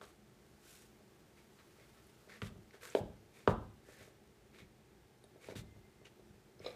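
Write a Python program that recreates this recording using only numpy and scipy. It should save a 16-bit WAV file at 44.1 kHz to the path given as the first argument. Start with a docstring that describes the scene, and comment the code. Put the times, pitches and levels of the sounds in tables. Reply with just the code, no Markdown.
"""A quiet room with a rug over a wooden floor: a toddler stands up and shuffles in large leather shoes.
Each footfall is an impact that excites damped modes: the boards boom, the hollow shoe knocks, the heel
clacks. Between steps, stick-slip friction makes the soles scuff over the pile and the pyjamas rustle.
Leather creases tick, a faint tone follows the last heavy step, and at the end something hard is bumped
and rings. Impacts and rubbing reverberate over steady air noise."""
import sys
import numpy as np
from scipy import signal
from scipy.fft import rfft, irfft
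from scipy.io import wavfile
from scipy.ndimage import uniform_filter1d

SR = 44100
rng = np.random.default_rng(int(sys.argv[2]) if len(sys.argv) > 2 else 0)


def wav_record(signal):
    """Record a signal, one row per channel, as 16-bit PCM in the file named by sys.argv[1]."""
    frames = np.transpose(np.atleast_2d(signal))
    bounded = np.clip(frames, -1, 1)
    # unit amplitude maps onto the largest positive 16-bit level
    quanta = np.round(bounded * 32767).astype(np.int16)
    wavfile.write(sys.argv[1], SR, quanta)


N = 297675

# Footfalls: (time [s], hollow knock [dB], heel clack [dB], leather tick [dB], shoe pitch [ratio],
# wait until the weight lands [s], floor boom [dB], skid [dB], skid hold [s], skid resonance [Hz])
STEPS = [ (0.013, -49, -45, -48.5, 1.11, 0.0064, -65, -61, 0.0043, 1210),
         (2.4182, -44, -56, -33, 0.93, .004, -34, -59.5, .04, 3230),
         (2.9500, -17, -48, -28.5, 1.033, 0.054, -34, -57, 0.019, 3560),
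         (3.4753, -15, -16, -27, 0.97, 0.003895, -23.5, -54.5, 0.019, 1780),
         (5.4859, -37, -51, -51, 1.03, 0.00273, -50.5, -61.5, 0.012, 716),
         (5.553, -67, -61, -64, 0.79, .002, -40, -56, 0.025, 3600), ]
# Nudges of a shoe that stays on the rug: (time [s], hollow knock [dB], floor boom [dB])
NUDGES = [(1.004, -54.5, -67), (1.784, -57, -65), (2.2735, -51, -78), (2.555, -54, -47.5),
          (2.741, -51, -84), (3.886, -48, -58), (4.007, -48.5, -53.5), (4.076, -51, -72), (4.618, -63, -49),
          (5.239, -52.5, -69), (5.357, -51, -75), (5.52, -45, -71), (5.584, -67, -40), (5.761, -59, -51.5),
          (6.014, -54.5, -62), (6.194, -52.5, -57), (6.298, -69, -52), (6.601, -46.5, -50)]
# Modes of the floorboards: (frequency [Hz], level [dB], T60 [s])
BOARD_MODES = [(49.83, -12, 0.23), (69.8, -15.5, 0.65), (96.5, 5, 0.055), (107.8, -3, 0.12),
               (118.8, -6.5, 0.12), (177.3, -3.5, 0.034), (179, 1.5, 0.059), (222, -23, 0.32)]
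def footfalls(rebound_s=.014, rock_s=.078, dulling_db_per_s=371):
    """Impact excitation: a shoe strikes and rebounds, the weight drives the boards, the shoe rocks."""
    out, boom = np.zeros(N), struck(BOARD_MODES, contact_s=.0053)
    light_touches = list(NUDGES)
    for s, knock_db, clack_db, tick_db, pitch, wait, boom_db, *_ in STEPS:
        add(out, s, shoe(knock_db, clack_db, tick_db, pitch))
        # the sole slaps flat under the weight, duller the later it lands
        lands = s + wait
        edge_db = -4.5 - dulling_db_per_s * wait
        add(out, lands, shoe(boom_db - 6, clack_db + edge_db, tick_db + edge_db, pitch * .881))
        add(out, lands + .001, amp(boom_db) * boom)
        rebound_db = min(knock_db - 1.5, -49.5)
        rock_db = min(boom_db - 10.5, -46)
        light_touches.append((s + rebound_s, rebound_db, min(rebound_db, rock_db)))
        light_touches.append((lands + rock_s, rock_db - 6, rock_db))
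    for s, knock_db, boom_db in light_touches:
        add(out, s, shoe(knock_db, clack_db=knock_db - 14, tick_db=knock_db - 19, pitch=.95))
        add(out, s + .00033, amp(boom_db) * boom)
    return out


# Modes of the shoe's cavity, heel and leather: (frequency [Hz], level [dB], T60 [s])
CAVITY_MODES = [(352, -15.5, 0.026), (413, -1, 0.024), (484.6, 4.5, 0.017), (546.3, -7, 0.025),
                (605.4, -7, 0.023), (726, -4, 0.016), (850, -30.5, 0.066)]
HEEL_MODES = [(770, -30, 0.017), (993, -0.5, 0.026), (1170, 12.5, 0.013), (1372, -1, 0.025),
              (1690, -5.5, 0.0063)]
LEATHER_MODES = [(1536, 3, 0.0064), (2136, 1, 0.0058), (2915, -1.5, 0.0062), (3860, -7, 0.0072),
                 (4400, -9, 0.0046), (7800, -18, 0.0026)]
def shoe(knock_db, clack_db, tick_db, pitch):
    """Superposition of three resonators: the leather touches first, then cavity and heel ring."""
    cushion_s = np.interp(knock_db, [-52, -42], [.005, .0014])  # the pile softens light touches
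    blow = amp(tick_db) * struck(LEATHER_MODES, .00033, pitch)
    add(blow, .00036, amp(knock_db) * struck(CAVITY_MODES, cushion_s, pitch))
    add(blow, .00049, amp(clack_db) * struck(HEEL_MODES, .00054, pitch))
    return blow


# Short rubs, of soles dragging over the rug and a few faint brushes of pyjama cloth:
# (start [s], duration [s], rasp [dB], hiss [dB], resonance [Hz])
RUBS = [ (0.0, 0.19, -71, -71, 1190), (0.578, 0.39, -69.5, -64.5, 1483), (1.36, 0.078, -68, -76, 2190),
        (1.578, 0.057, -64, -80, 1280), (1.759, 0.14, -68, -82, 2120), (1.956, 0.064, -70.5, -92, 1250),
        (2.282, 0.065, -58, -73, 2080), (2.315, 0.1, -59, -72, 1830), (2.721, 0.079, -63, -73, 1630),
        (2.797, 0.15, -55, -58.5, 1520), (2.899, 0.082, -61.5, -68, 2400),
        (3.303, 0.21, -66.5, -71.5, 2320), (3.801, 0.38, -66.5, -70, 1760),
        (3.962, 0.16, -67.5, -72.5, 2170), (4.513, 0.17, -63.5, -75, 2280),
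        (4.578, 0.063, -68.5, -78, 3500), (5.386, 0.2, -62.5, -68, 2310), (6.041, 0.061, -62, -73, 2680),
        (6.59, 0.22, -59, -70, 2340), ]
# Friction spectra of rasp and hiss: (frequency [Hz], relative level [dB])
RASP_SPECTRUM = [(200, -36), (480, 6.5), (750, -10), (1100, -4), (1500, -2), (2300, -2.5), (3000, -8.5),
                 (3700, -6), (4600, -9.5), (8000, -21), (15000, -38)]
HISS_SPECTRUM = [(800, -25), (2500, -2), (4500, -3.5), (6500, -1.5), (8800, -1.5), (10500, -6),
                 (12000, -5.5), (15300, -12.5)]
def rubs_and_skids(resonance_db=4, swell_share=.31, skid_rise_s=.0016, skid_fall_s=.05):
    """Sliding friction: a resonant rasp and a fine hiss; rubs swell and fade, skids start at once."""
    coarse = colour(friction(slips_per_s=1100, spread_db=2.5, smooth=1, clump_db=1), RASP_SPECTRUM)
    hiss = colour(friction(slips_per_s=8800, spread_db=2, smooth=1, clump_db=2), HISS_SPECTRUM)
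    strokes = [(s, length * swell_share, 0, length * (1 - swell_share), *sound)
               for s, length, *sound in RUBS]
    for s, *_, skid_db, hold, hz in STEPS:  # every footfall skids a little
        hiss_db = skid_db - 3 - 6 * np.log2(3470 / hz)  # 6 dB less hiss for each octave lower
        strokes.append((s, skid_rise_s, hold, skid_fall_s, skid_db, hiss_db, hz))
    t, out = np.arange(N) / SR, np.zeros(N)
    for s, rise, hold, fall, rasp_db, hiss_db, hz in strokes:
        corners = np.cumsum([s, rise, hold, fall])
        span = (t >= s) & (t < corners[-1])
        envelope = np.sin(np.pi / 2 * np.interp(t[span], corners, [0, 1, 1, 0])) ** 1.82
        ringing = signal.lfilter(*signal.iirpeak(hz, Q=7, fs=SR), coarse[span])
        rasp = unit(coarse[span] + amp(resonance_db) * ringing)
        out[span] += envelope * (amp(rasp_db) * rasp + amp(hiss_db) * hiss[span])
    return out


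# Impacts on a hard object: (time [s], peak level [dB])
BUMPS = [(6.645, -41.5), (6.659, -42.5), (6.6622, -29.5), (6.704, -45)]
# Its modes: (frequency [Hz], level [dB], T60 [s])
OBJECT_MODES = [(400, -2, 0.036), (501, 9, 0.053), (649, -6.5, 0.046), (780, -43, 0.061),
                (1205, -11.5, 0.064), (2170, -23, 0.062), (2400, -18, .06), (2870, -10, 0.015),
                (3500, -2, 0.019), (3840, -9, 0.047), (4020, 1, 0.022), (4300, -8, 0.02),
                (5180, -7.5, 0.028), (6700, -20, 0.03)]
def bumped_object():
    """Free vibration: a rattling bump leaves a low woody note and bright partials ringing."""
    out, ring = np.zeros(N), struck(OBJECT_MODES, contact_s=.0011)
    for s, db in BUMPS:
        add(out, s, amp(db) * ring)
    return out


# Snaps of the leather: (time [s], high crackle peak [dB], its frequency [Hz], low crackle peak [dB])
SNAPS = [(2.068, -60, 11060, -72), (2.296, -69, 4670, -49), (2.709, -61, 5080, -51), (2.9, -49, 6800, -64),
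         (5.24, -57.5, 10230, -56.5), (6.054, -60, 6600, -53), (6.594, -55, 5330, -66)]
def leather_snaps(t60=.02, spread=.146, low_ratio=.39):
    """Sudden release of strain: a crease lets go and two narrow clusters of partials ring briefly."""
    t, out = np.arange(SR // 20) / SR, np.zeros(N)
    for s, high_db, high_hz, low_db in SNAPS:
        for db, hz in (high_db, high_hz), (low_db, high_hz * low_ratio):
            partials_hz = hz * (1 + spread * rng.uniform(-1.45, 1, size=(8, 1)))
            cycles = partials_hz * t + rng.random(size=(8, 1))
            snap = np.sin(2 * np.pi * cycles).sum(0) * decay(t, t60)
            add(out, s, amp(db) * snap / abs(snap).max())
    return out


# Rustle of the pyjamas as the child moves: (time [s], level [dB])
CLOTH_LEVELS = [(0, -79.5), (.5, -74), (1.25, -75), (1.8, -71), (2.25, -72), (2.6, -76), (5.1, -80),
                (5.9, -77.5), (6.75, -77.5)]
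# Friction spectrum of cotton: (frequency [Hz], relative level [dB])
CLOTH_SPECTRUM = [(300, -11), (1200, 0), (2200, -4.5), (4000, -7), (8000, -9.5), (15000, -14)]
def pyjamas():
    """Fibre friction: soft cotton rubs, giving broadband noise with small crackles."""
    rub = friction(slips_per_s=700, spread_db=2, smooth=1.9, clump_db=1)
    return level(CLOTH_LEVELS) * colour(rub, CLOTH_SPECTRUM)


# A faint ring after the last heavy step: (time [s], level [dB])
RING_LEVELS = [(5.55, -92), (5.70, -78.5), (5.85, -78.5), (6.05, -82), (6.35, -92)]
def thin_ring(hz=2080, flutter_hz=22):
    """Random amplitude modulation: one thin tone wavers and spreads into a narrow band."""
    flutter = 1 + .41 * wander(flutter_hz)
    return level(RING_LEVELS) * unit(flutter * np.sin(2 * np.pi * hz * np.arange(N) / SR))


# Spectrum of the room's air noise: (frequency [Hz], relative level [dB])
AIR_SPECTRUM = [(15, -51), (25, -12), (59, -7.5), (147, -1.5), (178, -7.5), (215, -1), (246, -9.5),
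                (368, -3.5), (495, -12.5), (847, -13), (995, -20.5), (1620, -19), (2920, -24), (8790, -31),
                (15500, -37)]
# Peaks and dips in its hum: (centre [Hz], width [Hz], gain [dB])
HUM_BANDS = [(51.3, 25.5, 7), (121, 7.9, 5), (210, 29, 3.5), (256, 10, -4), (421, 125, 3.5),
             (10600, 280, -18.5)]
def room_tone(level_db=-64.5):
    """Stationary noise: steady air, lifted at the room's resonances and notched in two bands."""
    hz = np.fft.rfftfreq(N, 1 / SR)
    lift_db = sum(db * np.exp(-((hz - centre) / width) ** 2) for centre, width, db in HUM_BANDS)
    hum = irfft(rfft(rng.standard_normal(N)) * amp(lift_db), N)
    return amp(level_db) * colour(hum, AIR_SPECTRUM)


# Reverberation time: (frequency [Hz], T60 [s])
ROOM_T60 = [(60, 0.52), (150, 0.57), (400, 0.31), (700, 0.34), (1000, 0.39), (2500, 0.32), (6000, 0.65),
            (14000, 0.21)]
# Spectrum of the diffuse tail: (frequency [Hz], relative level [dB])
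TAIL_SPECTRUM = [(50, 3), (120, -7), (220, 3.5), (300, -2), (480, -3.5), (700, 2), (1000, 1), (1400, -5.5),
                 (2200, -4), (5000, -8.5), (14000, -14)]
# Early reflections: (delay [s], gain [ratio])
ECHOES = [(.0045, 0.22), (0.013, 0.14), (0.0197, 0.14), (.0365, 0.06)]
def room(x, wet_db, build_s=.0056):
    """Reverberation by convolution: direct sound, wall echoes and a tail decaying band by band."""
    size = SR * 3 // 4
    hz, t, bands = signal.stft(rng.standard_normal(size), SR, nperseg=256)
    bands = bands * decay(t, read(ROOM_T60, hz)[:, None])
    onset = np.minimum(np.arange(size) / SR / build_s, 1) ** 2
    tail = onset * signal.istft(bands, SR, nperseg=256)[1][:size]
    # flatten the noise tail's chance peaks so the reverberation sounds smooth
    spectrum = rfft(tail, 2 * size)
    local_power = abs(uniform_filter1d(abs(spectrum) ** 2, size=110))
    spectrum /= np.sqrt(local_power + 1e-12)
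    tail_db = wet_db + read(TAIL_SPECTRUM, np.fft.rfftfreq(2 * size, 1 / SR))
    response = irfft(spectrum * amp(tail_db))[:size]
    response[0] += 1  # direct sound
    for delay, gain in ECHOES:
        response[round(delay * SR)] += gain
    return signal.fftconvolve(x, response)[:N]


def struck(modes, contact_s, pitch=1):
    """Modal synthesis: damped sines with a joint peak of one; longer contact softens the attack."""
    t = np.arange(SR // 3) / SR
    hz, db, t60 = np.transpose(modes)[:, :, None]
    ring = (amp(db) * decay(t, t60) * np.sin(2 * np.pi * pitch * hz * t)).sum(0)
    attack = 1 - np.exp(-(t / contact_s) ** 2)
    # a body radiates little below its lowest mode
    bass_cut = signal.butter(2, .8 * pitch * hz.min(), "high", fs=SR, output="sos")
    ring = signal.sosfilt(bass_cut, ring * attack)
    return ring / abs(ring).max()


def friction(slips_per_s, spread_db, smooth, clump_db, clump_hz=70):
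    """Stick-slip: fibres catch and let go unevenly over a smooth rub, louder as the pressure rises."""
    slipping = rng.random(N) < slips_per_s / SR
    sizes = amp(spread_db * np.minimum(rng.exponential(1, N), 4))
    pressure = np.clip(wander(clump_hz), -2, 2)
    slips = unit(slipping * sizes * rng.standard_normal(N))
    return (slips + smooth * rng.standard_normal(N)) * amp(clump_db * pressure)


def wander(hz):
    """Random fluctuation: low-passed noise with an rms of one."""
    return unit(signal.sosfilt(signal.butter(2, hz, fs=SR, output="sos"), rng.standard_normal(N)))


def decay(t, t60):
    """Exponential damping: 60 dB down after t60 seconds."""
    return np.exp(-np.log(1000) * t / t60)


def colour(x, spectrum):
    """Spectral shaping: filters x by rows of (Hz, dB), to an rms of one."""
    gain = amp(read(spectrum, np.fft.rfftfreq(N, 1 / SR)))
    return unit(irfft(rfft(x) * gain, N))


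def level(curve):
    """Amplitude envelope: gain at every sample from rows of (s, dB)."""
    return amp(np.interp(np.arange(N) / SR, *np.transpose(curve)))


def read(points, hz):
    """Interpolation on a logarithmic frequency axis."""
    points_hz, values = np.transpose(points)
    return np.interp(np.log(hz + 1), np.log(points_hz + 1), values)


def amp(db):
    """Decibels to amplitude ratio."""
    return 10 ** (np.asarray(db) / 20)


def unit(x):
    """Normalisation to an rms of one."""
    return x / np.sqrt(np.mean(x ** 2) + 1e-20)


def add(mix, s, sound):
    """Superposition: mixes a sound in at time s."""
    part = mix[max(round(s * SR), 0):][:len(sound)]
    part += sound[:len(part)]


def scene():
    """Linear mixing: reverberant impacts and drier rubbing, over the thin ring and the steady air."""
    impacts = room(footfalls() + bumped_object() + leather_snaps(), wet_db=-4)
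    rubbing = room(rubs_and_skids() + pyjamas(), wet_db=-9)
    return (impacts + rubbing + thin_ring() + room_tone())[None]


def record(dry, low_cut_hz=42, high_cut_hz=15400):
    """Band limiting: the microphone rolls off the bass and a steep low-pass removes the top treble."""
    bass_cut = signal.butter(4, low_cut_hz, "high", fs=SR, output="sos")
    treble_cut = signal.firwin(511, high_cut_hz, window=("kaiser", 8), fs=SR)
    return signal.oaconvolve(signal.sosfilt(bass_cut, dry), treble_cut[None], "same")


dry = scene()
out = record(dry)
wav_record(out)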